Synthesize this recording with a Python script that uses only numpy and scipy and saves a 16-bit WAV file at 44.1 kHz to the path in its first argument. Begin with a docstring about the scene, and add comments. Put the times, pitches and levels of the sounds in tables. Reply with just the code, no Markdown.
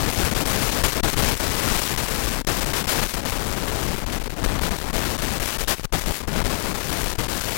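"""Hurricane wind overloads a camera microphone: eddies flip it between two limits, a tearing crackle.
The crackle swells slowly, flares in blasts and thins in lulls; lone eddies pop within some lulls.
Hard shoves pin the microphone for milliseconds, and it lets go with a pop.
Behind, surf and spray are noise added to the overloaded swing, hushed while it is pinned.
All this is on the left channel; the right holds only faint hiss."""
import sys
import numpy as np
from scipy import signal
from scipy.fft import rfft, irfft, next_fast_len
from scipy.io import wavfile
from scipy.ndimage import uniform_filter1d

SR = 44100
rng = np.random.default_rng(int(sys.argv[2]) if len(sys.argv) > 2 else 0)


def persist_wave(psi):
    """Save psi, clipped to +-1, as 16-bit WAV."""
    counts = np.round(np.clip(psi, -1, 1) * 32767).astype(np.int16)
    wavfile.write(sys.argv[1], SR, np.atleast_2d(counts).T)


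N = 333837

# Pressure spectra, shape only: freq_hz, density_db_per_hz
COARSE_EDDY_SPECTRUM = [(8, -16), (30, 2.5), (100, -3.5), (300, -8), (1000, -17), (4000, -36.5),
                        (16000, -70)]
FINE_EDDY_SPECTRUM = [(50, -11), (400, -0.5), (1500, -3), (5000, -8.5), (16000, -17)]
# Slow swell of the gale: time_s, fine_over_coarse_db, crackle_level_db
GALE_SWELL = [(0, -7.5, -20.5), (0.5, -3.5, -20), (0.75, -2, -20.5), (1.2, -5, -19.5), (1.5, -3, -22),
              (1.75, -0.5, -19.5), (2.05, -2.5, -22.5), (2.4, -2.5, -23), (2.8, -0.5, -21),
              (3.2, -4, -24.5), (3.6, -7, -24.5), (3.87, -8, -23), (4.33, -11.5, -28.5), (4.5, -12.5, -23),
              (5.05, -5, -22.5), (5.6, 0, -23), (6.35, -10, -21.5), (6.95, -3, -23), (7.57, -1.5, -24)]
# Blasts that tear at the microphone: start_s, length_s, louder_db, finer_db
BLASTS = [(0.195, 0.078, 1, 0.5), (0.837, 0.029, 4, 1), (1.026, 0.057, 1.5, -0.5), (1.18, 0.13, 1.5, 2),
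          (1.655, 0.073, 1, -1.5), (1.96, 0.028, 1.5, 5), (2.461, 0.056, 4, -2.5), (2.75, 0.044, 1, 3.5),
          (2.89, 0.046, 3.5, 14), (2.943, 0.11, 3, -1), (3.238, 0.035, 3, -0.5), (4.122, 0.067, 3.5, 5),
          (4.44, 0.028, 5.5, 3.5), (4.615, 0.098, 2, 4.5), (4.944, 0.069, 1.5, 0), (5.681, 0.049, 5.5, 8),
          (5.79, 0.023, 5.5, -17), (5.933, 0.025, 4, -4), (6.348, 0.062, 1.3, -1), (7.176, 0.035, 3, -4)]
# Lulls, microphone resting near one limit: start_s, length_s, pull_spreads (negative = push), quieter_db
LULLS = [(0.102, 0.069, 0.79, 3), (0.284, 0.033, 0.89, 1.5), (0.7, 0.037, 0.49, 2.1),
         (0.893, 0.064, 1.3, 2.8), (1.102, 0.029, 2.1, 3), (1.349, 0.044, 1.7, 6.5), (1.773, 0.15, 0.9, 1),
         (2.043, 0.045, 0.8, 1.5), (3.062, 0.078, 1.6, 2.5), (3.283, 0.046, 0.72, -1.5),
         (3.958, 0.078, 0.75, 2), (4.184, 0.13, 1.27, -1.5), (4.31, 0.039, 0.3, 1), (4.755, 0.076, 0.84, 5),
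         (4.838, 0.057, 0.025, 3.5), (5.438, 0.17, 0.93, 0), (5.75, 0.09, 2.3, 10.5),
         (5.988, 0.057, 1.4, 2.5), (6.12, 0.086, 1.5, 4.5), (6.205, 0.062, 0.13, 8),
         (6.282, 0.055, -0.53, 3.5), (6.561, 0.075, 0.5, 3), (6.758, 0.13, 0.18, 3), (7.078, 0.047, 1, 1),
         (7.39, 0.064, 0.96, 1), (7.528, 0.06, 0.6, 0)]
# Shoves that pin the microphone: release_time_s, length_s, hush_db
SHOVES = [(0.31, 0.008, 6), (0.348, 0.01, 10.5), (0.454, 0.015, 8), (0.836, 0.0081, 10), (1.03, 0.019, 33),
          (1.164, 0.018, 8.5), (1.974, 0.0064, 19), (2.447, 0.027, 22), (2.468, 0.017, 33),
          (2.659, 0.0095, 9.5), (2.732, 0.0066, 13.5), (2.839, 0.0082, 11.5), (2.869, 0.0075, 24),
          (3.216, 0.0077, 9), (3.25, 0.003, 24), (4.062, 0.013, 14.5), (4.12, 0.0098, 1.5),
          (4.198, 0.011, 13), (4.237, 0.008, 16), (4.296, 0.013, 16), (4.364, 0.019, 7),
          (4.611, 0.013, 6.5), (4.707, 0.0086, 12.5), (4.929, 0.018, 12.5), (5.178, 0.0077, 17),
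          (5.219, 0.011, 7.5), (5.398, 0.007, 17.5), (5.583, 0.0088, 18.5), (5.674, 0.024, 14),
          (5.829, 0.013, 9.5), (5.923, 0.061, 29.5), (6.059, 0.017, 9.5), (6.274, 0.018, 14),
          (6.44, 0.011, 11.5), (6.742, 0.011, 7.5), (7.153, 0.014, 11.5), (7.183, 0.022, 15.5),
          (7.281, 0.0085, 18.5)]
# Lone eddies that flip the microphone over and back within a lull: start_s, length_s
POPS = [(4.199, 0.0016), (4.266, 0.0027), (5.7625, 0.00043), (5.771, 0.0004), (5.783, 0.0012),
        (5.796, 0.00197), (5.833, 0.00075)]
# Spectrum of the random level flutter, shape only: freq_hz, density_db_per_hz
FLUTTER_SPECTRUM = [(3, -9), (8, -1), (25, 6), (80, -28), (1000, -80)]
# Wash spectra, shape only: freq_hz, density_db_per_hz
SURF_SPECTRUM = [(20, 2), (150, -2), (600, -8.5), (2000, -7.5), (16000, -23.5)]
SPRAY_SPECTRUM = [(100, -15), (1000, -7), (4000, -6), (16000, -8)]
# Microphone colour: freq_hz, gain_db
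MIC_COLOUR = [(25, 4), (60, 0.3), (150, 0), (400, -0.5), (1000, 0.03), (2500, 0.2), (6000, 0.5),
              (11000, 0.96), (16000, 0.4)]

# Pressures are in spreads (rms) of the eddy pressure
LEAN_SPREADS, POP_PUSH_SPREADS = -0.38, 2.3   # LEAN: steady pressure between events
BLAST_ATTACK_S, BLAST_RELEASE_S, LULL_EDGE_S = 0.0053, 0.016, 0.024
LULL_FINER_DB_PER_SPREAD = 5
FLUTTER_RMS_DB = 0.85
NUDGES_PER_S, NUDGE_S, NUDGE_MEAN_HUSH_DB = 1.5, 0.0059, 4.5
# Build-up ahead of a shove of FULL_SHOVE_DB or more; less for weaker ones
MOUNT_S, MOUNT_PUSH_SPREADS, MOUNT_COARSER_DB, MOUNT_QUIETER_DB = 0.034, 1.29, 8.5, 3.5
FULL_SHOVE_DB = 20.5
COUPLING_HZ, CUTOFF_HZ = 23, 15900
RIGHT_HISS_DB = -86.5   # ahead of the microphone colour


def wind_pressure(steady, fine_share, slack):
    """Coarse buffets and fine eddies ride on the steady push; as it slackens, fine eddies take over."""
    coarse_share = np.sqrt(1 - fine_share ** 2)   # total eddy power stays 1
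    push = steady + coarse_share * noise(COARSE_EDDY_SPECTRUM)
    return (1 - slack) * push + fine_share * noise(FINE_EDDY_SPECTRUM)


def overloaded(pressure, wash, drive, top_hardness):
    """The microphone saturates at two limits; slightly less wash passes near the upper, harder one."""
    swing = np.tanh(drive * pressure)
    wash_gain = 1 - np.clip(top_hardness, 0, 1) * swing
    return swing + wash * wash_gain


def gale():
    """Blasts, lulls and mounting shoves shape the swell: steady pressure, fineness in dB, level in dB."""
    fine_db, level_db = in_time(GALE_SWELL)
    mount = mounting()
    steady = LEAN_SPREADS + MOUNT_PUSH_SPREADS * mount
    fine_db = fine_db - MOUNT_COARSER_DB * mount
    level_db = level_db - MOUNT_QUIETER_DB * mount
    for start_s, length_s, louder_db, finer_db in BLASTS:
        blast = plateau(start_s, length_s, BLAST_ATTACK_S, BLAST_RELEASE_S)
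        level_db += louder_db * blast
        fine_db += finer_db * blast
    for start_s, length_s, pull_spreads, quieter_db in LULLS:
        lull = plateau(start_s, length_s, LULL_EDGE_S, LULL_EDGE_S)
        steady -= pull_spreads * lull
        fine_db += LULL_FINER_DB_PER_SPREAD * pull_spreads * lull
        level_db -= quieter_db * lull
    flutter_db = FLUTTER_RMS_DB * noise(FLUTTER_SPECTRUM)
    return steady, fine_db, level_db + flutter_db


def mounting():
    """Pressure mounts exponentially ahead of each shove and is gone at its release, 0-1."""
    t, mount = np.arange(N) / SR, np.zeros(N)
    for end_s, length_s, hush_db in SHOVES:
        lead_s = end_s - length_s - t
        rise = np.exp(-np.clip(lead_s / MOUNT_S, 0, 20)) * (t < end_s)
        mount = np.maximum(mount, min(hush_db / FULL_SHOVE_DB, 1) * rise)
    return mount


def shoves(build_share, release_s, rebound_s):
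    """A shove squeezes the microphone, then lets go: share of travel left, and rebound after it (0-1)."""
    t, hush_db, rebound = np.arange(N) / SR, np.zeros(N), np.zeros(N)
    for end_s, length_s, depth_db in list(SHOVES) + nudges():
        since_s = t - end_s
        build = np.clip((since_s + length_s) / (build_share * length_s) + .5, 0, 1)
        release = np.clip(.5 - since_s / release_s, 0, 1)
        hush_db = np.maximum(hush_db, depth_db * build * release)
        decay = np.exp(-np.clip(since_s / rebound_s, 0, 20))
        rebound = np.maximum(rebound, (since_s > 0) * decay)
    return from_db(-hush_db), rebound


def nudges(count=60):
    """Slight shoves at random moments (exponential gaps), as rows like SHOVES."""
    draws = rng.random((count, 2))
    ends_s = np.cumsum(-np.log(1 - draws[:, 0])) / NUDGES_PER_S
    hushes_db = NUDGE_MEAN_HUSH_DB * (.5 + draws[:, 1])
    return [(end_s, NUDGE_S, hush_db) for end_s, hush_db in zip(ends_s, hushes_db) if end_s < N / SR]


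def pops():
    """Lone eddies: short rectangular kicks of pressure."""
    t = np.arange(N) / SR
    return POP_PUSH_SPREADS * sum((t >= start_s) & (t < start_s + length_s) for start_s, length_s in POPS)


def crackle_rms(swing, low_hz, window_s):
    """Running rms of the crackle above the rumble, with a small floor."""
    highpass = signal.butter(2, low_hz, "high", fs=SR, output="sos")
    power = signal.sosfilt(highpass, swing) ** 2
    width = int(window_s * SR)
    smooth_power = uniform_filter1d(uniform_filter1d(power, width), width)
    return np.sqrt(smooth_power + 1e-3)


def sagging(swing):
    """The microphone's coupling lets held pressure sag to zero, so releases thump."""
    return signal.sosfilt(signal.butter(2, COUPLING_HZ, "high", fs=SR, output="sos"), swing)


def sea(fine_share, surf_db, spray_db):
    """Surf is steady noise; blown spray is noise that thickens with the fine eddies."""
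    surf = from_db(surf_db) * noise(SURF_SPECTRUM)
    spray = from_db(spray_db) * fine_share * noise(SPRAY_SPECTRUM)
    return surf + spray


def noise(spectrum):
    """Gaussian noise of the given spectrum, rms 1."""
    x = coloured(rng.standard_normal(N), spectrum)
    return x / x.std()


def coloured(x, spectrum):
    """Filter by a curve of freq_hz, gain_db, interpolated over log frequency."""
    size = next_fast_len(N + SR // 4)
    hz, db = np.transpose(spectrum)
    bins_hz = np.maximum(np.fft.rfftfreq(size, 1 / SR), 1)
    gain = from_db(np.interp(np.log(bins_hz), np.log(hz), db))
    return irfft(rfft(x, size) * gain, size)[:N]


def plateau(start_s, length_s, attack_s, release_s):
    """Linear attack, hold and release, 0-1; the edges are centred on start and end."""
    since_s = np.arange(N) / SR - start_s
    attack = np.clip(since_s / attack_s + .5, 0, 1)
    return attack * np.clip((length_s - since_s) / release_s + .5, 0, 1)


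def in_time(rows):
    """Each column of a curve at every sample."""
    time_s, *columns = np.transpose(rows)
    return [np.interp(np.arange(N) / SR, time_s, column) for column in columns]


def from_db(db):
    """Decibels to gain."""
    return 10 ** (np.asarray(db) / 20)


def scene():
    """Wind and sea through the overloaded microphone (left), hiss (right)."""
    steady, fine_db, level_db = gale()
    fine_ratio = from_db(fine_db)
    fine_share = fine_ratio / np.sqrt(1 + fine_ratio ** 2)
    free, rebound = shoves(build_share=0.25, release_s=0.0045, rebound_s=0.0027)
    pressure = wind_pressure(steady + pops(), fine_share, slack=.5 * rebound)
    wash = sea(fine_share, surf_db=-15.0, spray_db=-13.5)
    swing = overloaded(pressure, wash, drive=3.77, top_hardness=0.097)
    # level the crackle, then let it follow the gale
    gain = from_db(level_db) / crackle_rms(swing, low_hz=149, window_s=0.03)
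    pinned = free * swing + 0.96 * (1 - free)   # held near the upper limit
    right = from_db(RIGHT_HISS_DB) * rng.standard_normal(N)
    return np.array([gain * sagging(pinned), right])


def record(dry):
    """Microphone colour and a steep top cut."""
    toned = np.array([coloured(channel, MIC_COLOUR) for channel in dry])
    return signal.sosfilt(signal.ellip(12, .1, 90, CUTOFF_HZ, fs=SR, output="sos"), toned)


dry = scene()
out = record(dry)
persist_wave(out)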